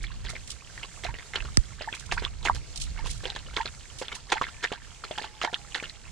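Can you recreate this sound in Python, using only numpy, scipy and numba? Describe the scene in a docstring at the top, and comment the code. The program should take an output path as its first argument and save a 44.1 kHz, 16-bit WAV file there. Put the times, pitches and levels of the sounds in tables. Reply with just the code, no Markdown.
"""A dog laps water from a plastic bowl on an open bamboo deck, a metre from a hand-held camera.
Each stroke of the tongue throws up a swarm of tiny bubbles and smacks in the cavity of mouth and bowl;
the bigger bubbles and gulped air ring out alone. Wind buffets the two microphone ports, and the hand
scuffs and once knocks the housing. Behind it all lie open air, hiss and two faint tones from afar."""
import sys
import numpy as np
from scipy import signal
from scipy.io import wavfile
from scipy.ndimage import uniform_filter1d
from numba import njit

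SR = 44100
rng = np.random.default_rng(int(sys.argv[2]) if len(sys.argv) > 2 else 0)


def unload_audio(sound):
    """Save the sound as a 16-bit wav file, at the path given as the first command line argument."""
    columns = np.transpose(np.atleast_2d(sound))
    # keep every value between -1 and 1, then stretch to whole-number steps
    steps = np.round(np.clip(columns, -1, 1) * 32767)
    wavfile.write(sys.argv[1], SR, steps.astype(np.int16))


N = 269451

# The tongue plunges, then smacks as it pulls back.
# Each row: start in seconds, plunge level in dB, wait for the smack in seconds, smack level in dB.
LAPS = [(0.241, -25, 0.11, -37.5), (0.774, -40, 0.07, -33), (1.034, -19.5, 0.106, -31.5),
        (1.35, -18, 0.099, -28.5), (1.806, -27, 0.12, -28.5), (2.112, -19.5, 0.11, -26),
        (2.449, -17, 0.099, -31), (2.973, -34, 0.07, -30.5), (3.25, -26.5, 0.1, -36),
        (3.562, -16.5, 0.093, -26.5), (4.012, -24, .067, -38.5), (4.316, -12, 0.097, -21),
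        (4.627, -16, 0.091, -21.5), (5.105, -29, 0.11, -26.5), (5.429, -15.5, 0.1, -27.5),
        (5.743, -18, 0.083, -25.5)]
# Water spilling back between laps. Each row: start in seconds, level in dB.
SPILLS = [(0.038, -35.5), (0.291, -33), (0.824, -30), (1.18, -32.5), (1.333, -29), (1.4, -30),
          (2.175, -26.5), (2.236, -28), (2.426, -33), (3.064, -25.5), (3.233, -27), (3.296, -28),
          (3.358, -29), (3.458, -33.5), (3.536, -32), (4.116, -23.5), (4.294, -27.5), (4.463, -30),
          (5.038, -29), (5.177, -23.5), (5.239, -24.5), (5.413, -16.5)]
# Bubbles that ring out alone. Each row: start in seconds, pitch in Hz, level in dB.
BIG_BUBBLES = [(0.0399, 1850, -25), (0.269, 3200, -26.5), (0.334, 616, -31.5), (0.3646, 2000, -26),
               (0.778, 1830, -25), (1.0486, 3780, -19.5), (1.0504, 680, -25), (1.357, 2350, -24),
               (1.365, 2910, -18), (1.405, 2560, -21), (1.809, 584, -25.5), (2.1152, 2620, -19),
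               (2.1213, 1860, -15.5), (2.25, 3330, -11), (2.46, 2040, -14), (2.4734, 2030, -13.5),
               (2.485, 1520, -15), (3.2537, 488, -21), (3.2548, 3160, -11), (3.302, 3770, -19),
               (3.566, 3380, -15.5), (3.572, 2100, -15.5), (3.676, 3550, -22), (4.015, 506, -22),
               (4.083, 3320, -16.5), (4.3193, 3660, -15), (4.3249, 870, -17), (4.3735, 1460, -23),
               (4.3808, 1950, -18.5), (4.414, 1130, -15), (4.421, 1000, -17.5), (4.434, 3740, -26),
               (4.441, 2000, -20), (4.641, 1680, -14.5), (4.65, 1840, -12), (4.731, 756, -26),
               (5.0385, 1280, -21.5), (5.11, 608, -17.5), (5.1836, 3200, -16.5), (5.416, 1230, -17.5),
               (5.4153, 2900, -14.5), (5.439, 660, -17.5), (5.4407, 1920, -25), (5.465, 3700, -25),
               (5.5432, 3140, -9.5), (5.5492, 3480, -16.5), (5.746, 3760, -16), (5.75, 1860, -14.5),
               (5.7225, 2960, -30.5), (5.778, 4150, -29), (5.8004, 2350, -22.5), (5.857, 2900, -26),
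               (5.897, 4000, -25)]
# Air pockets gulped under the tongue.
# Each row: start in seconds, pitch in Hz, level in dB, swell as a share of the ring time.
GULPS = [(1.084, 890, -28.5, 0.078), (1.875, 865, -24, 0.013), (2.1681, 930, -24.5, 0.02),
         (2.497, 946, -22, 0.014), (2.989, 863, -32.5, .03), (3.273, 777, -37, .14),
         (3.597, 873, -24.5, 0.13), (4.351, 847, -28.5, 0.15), (5.1823, 832, -31.5, 0.024),
         (5.469, 850, -25.5, 0.064)]
# Thin whistles as a pocket squeezes shut.
# Each row: start in seconds, first pitch in Hz, climb in Hz per ms, level in dB.
SQUEEZES = [(2.174, 1247, 45, -28), (3.605, 1314, 151, -33), (4.361, 2650, 61, -42)]
# Resonances of mouth and bowl. Each row: centre in Hz, width in Hz, gain in dB.
CAVITY = [(453, 230, 6), (850, 346, 8), (1880, 790, 6.5), (3050, 1120, 3.5), (5960, 2200, -6)]
# Fingers on the camera. Each row: start in seconds, level in dB, time to fade by 60 dB in seconds.
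SCUFFS = [(0.029, -32, .04), (0.292, -33.5, 0.16), (0.4745, -35, 0.17), (0.502, -32, 0.13),
          (1.949, -33, 0.056), (1.995, -35, 0.11), (2.059, -38, 0.029), (2.124, -32, 0.13),
          (2.445, -34.5, 0.21), (2.546, -31, 0.1), (2.7586, -23, 0.028), (2.7735, -29.5, 0.054),
          (2.799, -27.5, 0.13), (2.8173, -24.5, 0.1), (3.057, -38, 1), (3.101, -33.5, 0.18),
          (3.985, -27.5, 0.11), (4.148, -34.5, 0.13)]
# Modes of the camera housing. Each row: pitch in Hz, ring time in ms, left and right levels in dB.
HOUSING_MODES = [(5700, 1.84, -6, 4), (8640, 10, -21, -11), (1970, 5.4, -5.5, -14.5),
                 (1370, 23, -17.5, -23)]
# Wind at the microphone. Each row: time in seconds, gust strength in dB.
GUSTS = [(0, -40), (.35, -43.5), (.62, -55), (.98, -54.5), (1.09, -41.5), (1.27, -60), (1.42, -40.5),
         (2.03, -60), (2.111, -38), (2.45, -47.5), (2.55, -35), (2.65, -49), (2.82, -39.5), (4.07, -54.5),
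         (4.5, -52), (6.11, -60)]
# Open air and microphone hiss. Each row: frequency in Hz, relative spectral density in dB.
AIR_SPECTRUM = [(200, 1.5), (456, 3.5), (1230, -1), (1740, -0.5), (6760, -1), (9060, 19), (12800, -100.5),
                (16000, -49)]
# Far tones. Each row: start and end in seconds, first and last pitch in Hz, level in dB.
FAR_TONES = [(4.523, 4.637, 1760, 1814, -52), (4.92, 6.017, 854, 821, -59)]


def lapping():
    """The dog at the bowl, a metre off: rim and deck scatter different short echoes to each port."""
    rings_alone = big_bubbles() + gulps() + pops()
    rings_alone *= undb(2.8 * walk(150))  # the churning surface roughens each ring
    stir = tongue_strokes()
    wet = rings_alone + droplets(stir) + slurp(stir)
    t = np.arange(900) / SR
    echoes = undb(-31 - 60 * t / 0.08) * rng.standard_normal((2, 900))
    return wet + signal.fftconvolve(wet, echoes, axes=1)[:, :N]


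def tongue_strokes():
    """How hard the water is stirred: each plunge, smack and spill swells fast and dies away."""
    plunges = [(s, db, .095, .0036) for s, db, _, _ in LAPS]
    smacks = [(s + wait_s, db, .085, .001) for s, _, wait_s, db in LAPS]
    spills = [(s, db, .09, .001) for s, db in SPILLS]
    return bursts(plunges + smacks + spills, smooth_ms=1.2)


def big_bubbles():
    """Single bubbles ring and climb a little; the smaller, higher ones die sooner."""
    s, hz, db = np.transpose(BIG_BUBBLES)
    return bubbles(s, hz, db, t60_ms=16.3 * (hz / 1000) ** -0.81, rise=0.15)


def gulps(squeeze_ms=36):
    """Each air pocket gurgles low while its mouth chirps upward; some whistle as they close."""
    s, hz, db, swell = np.transpose(GULPS)
    t60_ms = 43.3 * (1 + 2 * swell)
    # a pocket splits in two unequal parts that beat against each other
    split = 1 + .13 * rng.choice([-1, 1], len(s))
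    pocket = bubbles(s, hz, db, t60_ms, rise=0.13, swell=swell)
    pocket += bubbles(s, hz * split, db - 7, t60_ms, rise=0.13, swell=swell)
    chirp = bubbles(s + .012, hz * 1.964, db - 6, t60_ms=27.6, rise=0.37, swell=0.04)
    s, hz, climb, db = np.transpose(SQUEEZES)
    whistle = bubbles(s, hz, db, squeeze_ms, rise=climb * squeeze_ms / hz, swell=0.13)
    return pocket * undb(6 * walk(350)) + (chirp + whistle) * undb(6 * walk(250))


def pops():
    """The tongue leaves the water with a dull pop at the start of each smack."""
    s, _, wait_s, db = np.transpose(LAPS)
    return bubbles(s + wait_s, hz=437, db=db - 0.5, t60_ms=9.5, rise=1.0)


def droplets(stir, count=3300):
    """A swarm of tiny bubbles. Droplets keep falling after a stroke, so it never quite stops."""
    when, faintness, cycles, rise = rng.random((count, 4)).T
    s = when * N / SR
    hz = np.clip(2500 * np.exp(0.557 * rng.standard_normal(count)), 350, 4300)
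    stroke_db = 10.58 * np.log10(stir[(s * SR).astype(int)] + undb(-61))
    db = stroke_db - 22 - 6.52 * np.log(faintness + 0.073) + 1.86 * np.log2(hz / 2000)
    return bubbles(s, hz, db, t60_ms=(2 + 40 * cycles ** 2) / hz * 1000, rise=rise)


def slurp(stir, clicks_per_s=170):
    """The wet tongue tears loose in ragged clicks that ring the cavity of mouth and bowl."""
    impulses = (rng.random(N) < clicks_per_s / SR) * rng.random(N)
    clicks = signal.lfilter([1], [1, -np.exp(-1 / (.0012 * SR))], impulses)
    ragged = undb(2.5 * walk(300)) * (.27 + 1.4 * clicks)
    smacks = stir * ragged * (rng.standard_normal(N) + 0.2 * rng.standard_normal((2, N)))
    cavity = sum(undb(db + 2.6 * walk(40)) * band(smacks, hz - width / 2, hz + width / 2)
                 for hz, width, db in CAVITY)
    return cavity * undb([[-4.5], [-1.5]])


def bubbles(s, hz, db, t60_ms, rise, swell=0.011):
    """Bubbles ring from one spot a little right of centre and reach the ports out of step."""
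    pan_scatter, phase_scatter = rng.standard_normal((len(s), 2)).T
    pan_db = -3 + 2.6 * pan_scatter
    phase = -hz / 6000 + .5 * phase_scatter
    return rings(s, hz, t60_ms, rise, db + pan_db / 2, db - pan_db / 2, phase, swell)


def scuffs():
    """Fingers on the housing crackle in the treble, louder at the right port, partly in opposed phase."""
    grit = undb(4.5 * walk(200))
    opposed = np.array([[-1], [1]]) * rng.standard_normal(N)
    hiss = band(opposed + 3.4 * rng.standard_normal((2, N)), 2900, 9080, order=3)
    touch = bursts([(s, db, t60_s, .0015) for s, db, t60_s in SCUFFS], smooth_ms=0.56)
    return level(grit * hiss, -4) * touch * undb([[-4], [3]])


def knock(start_s=1.572):
    """One knock rings the housing; its bending waves spread out, the high ones arriving first."""
    hz, t60_ms, left_db, right_db = np.transpose(HOUSING_MODES)
    tick = rings(start_s, hz, t60_ms, -.3, left_db, right_db, phase=np.pi)
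    t = np.maximum(np.arange(N) / SR - start_s, 1e-9)
    crest_s, fade_s = np.array([[.007], [.0046]]), np.array([[.017], [.037]])  # left, right
    swing = np.cos(2 * np.pi * np.log(t / crest_s) / np.log(2.5))  # each lasts 2.5 times the one before
    envelope = (1 - np.exp(-(t / 0.0027) ** 2)) * np.exp(-(t / fade_s) ** 4)
    return tick + undb([[-10.5], [-9.5]]) * swing * envelope


def wind():
    """Eddies push each microphone port on its own; the lowest rumble follows the gusts most."""
    gust_db = np.interp(np.arange(N) / SR, *np.transpose(GUSTS))
    rumble, puffs = 0, np.array([walk(13), walk(12)])
    for lo_hz, hi_hz, db, follow in [(20, 61.8, 1.5, 1), (62, 146.7, -6, 0.53), (170, 780, -32, 0.53)]:
        flutter_db = 2.97 * puffs + walk(6.9)
        eddies = level(band(rng.standard_normal((2, N)), lo_hz, hi_hz) * undb(flutter_db), db)
        rumble += eddies * undb(-45 + follow * (gust_db + 47))
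    return rumble * undb([[-1], [4.5]])


def air():
    """Open air and microphone hiss in flickering half octaves, partly shared by the ports below the treble."""
    hz, db = np.transpose(AIR_SPECTRUM)
    hiss, swell = 0, walk(16)
    for centre_hz in 220 * 2 ** (np.arange(13) / 2):
        mid, side = band(rng.standard_normal((2, N)), centre_hz / 2 ** .25, centre_hz * 2 ** .25)
        side *= .6 if centre_hz < 4500 else 1.1
        band_db = np.interp(np.log(centre_hz), np.log(hz), db)
        flicker_db = 1.8 * (swell + walk(10))
        hiss += undb(band_db + flicker_db) * np.array([mid + side, mid - side])
    return level(hiss, -51.5) * undb([[-2.2], [1.8]])


def far_tones():
    """Thin gliding tones from far off swell, waver and fade."""
    t, tones = np.arange(N) / SR, 0
    for start_s, end_s, from_hz, to_hz, db in FAR_TONES:
        progress = np.clip((t - start_s) / (end_s - start_s), 0, 1)
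        hz = (from_hz + (to_hz - from_hz) * progress) * (1 + 0.016 * walk(40))
        envelope = undb(db + 4 * walk(60)) * np.sqrt(np.sin(np.pi * progress).clip(0))
        tones += envelope * np.sin(2 * np.pi * np.cumsum(hz) / SR)
    return tones


def rings(s, hz, t60_ms, rise, left_db, right_db, phase, swell=0.018):
    """Each ring swells, glides in pitch by the share rise and leads by phase at the right port."""
    s, hz, t60_ms, phase = np.broadcast_arrays(s, hz, t60_ms, phase)
    length, step = t60_ms * SR / 1000, 2 * np.pi * hz / SR
    gain = undb(np.array([left_db, right_db]) + 91 * swell)  # makes up for the peak lost to the swell
    size = gain * np.exp(1j * np.array([0 * phase, phase]))
    turns = np.exp(1j * step - np.log(1000) / length)
    glide = np.exp(1j * step * rise / length)
    opening = np.exp(-1 / (swell * length))
    return damped_sines(N, (s * SR).astype(int), length.astype(int), turns, glide, opening, size)


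@njit
def damped_sines(n, start, length, turns, glide, opening, size):
    """Two channels of sines: a pointer turns, shrinks and changes speed a little each sample."""
    out = np.zeros((2, n))
    for k in range(len(start)):
        z, shut, turn = 1 + 0j, 1., turns[k]
        for i in range(min(length[k], n - start[k])):
            z, turn, shut = z * turn, turn * glide[k], shut * opening[k]
            out[0, start[k] + i] += (1 - shut) ** 2 * (size[0, k] * z).imag
            out[1, start[k] + i] += (1 - shut) ** 2 * (size[1, k] * z).imag
    return out


def bursts(rows, smooth_ms):
    """An envelope of bursts. Each row: start in seconds, level in dB, fade and swell in seconds."""
    power = np.zeros(N)
    for s, db, t60_s, swell_s in rows:
        part = power[int(s * SR):int((s + t60_s) * SR)]
        t = np.arange(len(part)) / SR
        shape = undb(-60 * t / t60_s) * (1 - np.exp(-t / swell_s))
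        part += (undb(db) * shape / shape.max()) ** 2
    return uniform_filter1d(np.sqrt(power), max(int(smooth_ms * SR / 1000), 1))


def walk(per_s):
    """A smooth random wander: per_s new levels a second, slewed twice."""
    hold = int(SR / per_s)
    steps = np.repeat(rng.standard_normal(N // hold + 1), hold)
    return 1.05 * uniform_filter1d(uniform_filter1d(steps, hold), hold)[:N]


def undb(db):
    return 10 ** (np.asarray(db) / 20)


def level(x, db):
    return x * undb(db) / np.sqrt(np.mean(x ** 2))


def band(x, lo_hz, hi_hz, order=2):
    return signal.sosfilt(signal.butter(order, [lo_hz, hi_hz], "bandpass", fs=SR, output="sos"), x)


def scene():
    """The dog in front, hand and wind right on the microphone, the open air behind."""
    return lapping() + scuffs() + knock() + wind() + air() + far_tones()


def record(dry, dull_hz=10000, top_hz=15800):
    """The microphone dulls the treble and the recorder cuts the top."""
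    dull = signal.sosfilt(signal.butter(2, dull_hz, fs=SR, output="sos"), dry)
    return signal.sosfilt(signal.ellip(10, .2, 90, top_hz, fs=SR, output="sos"), dull)


dry = scene()
out = record(dry)
unload_audio(out)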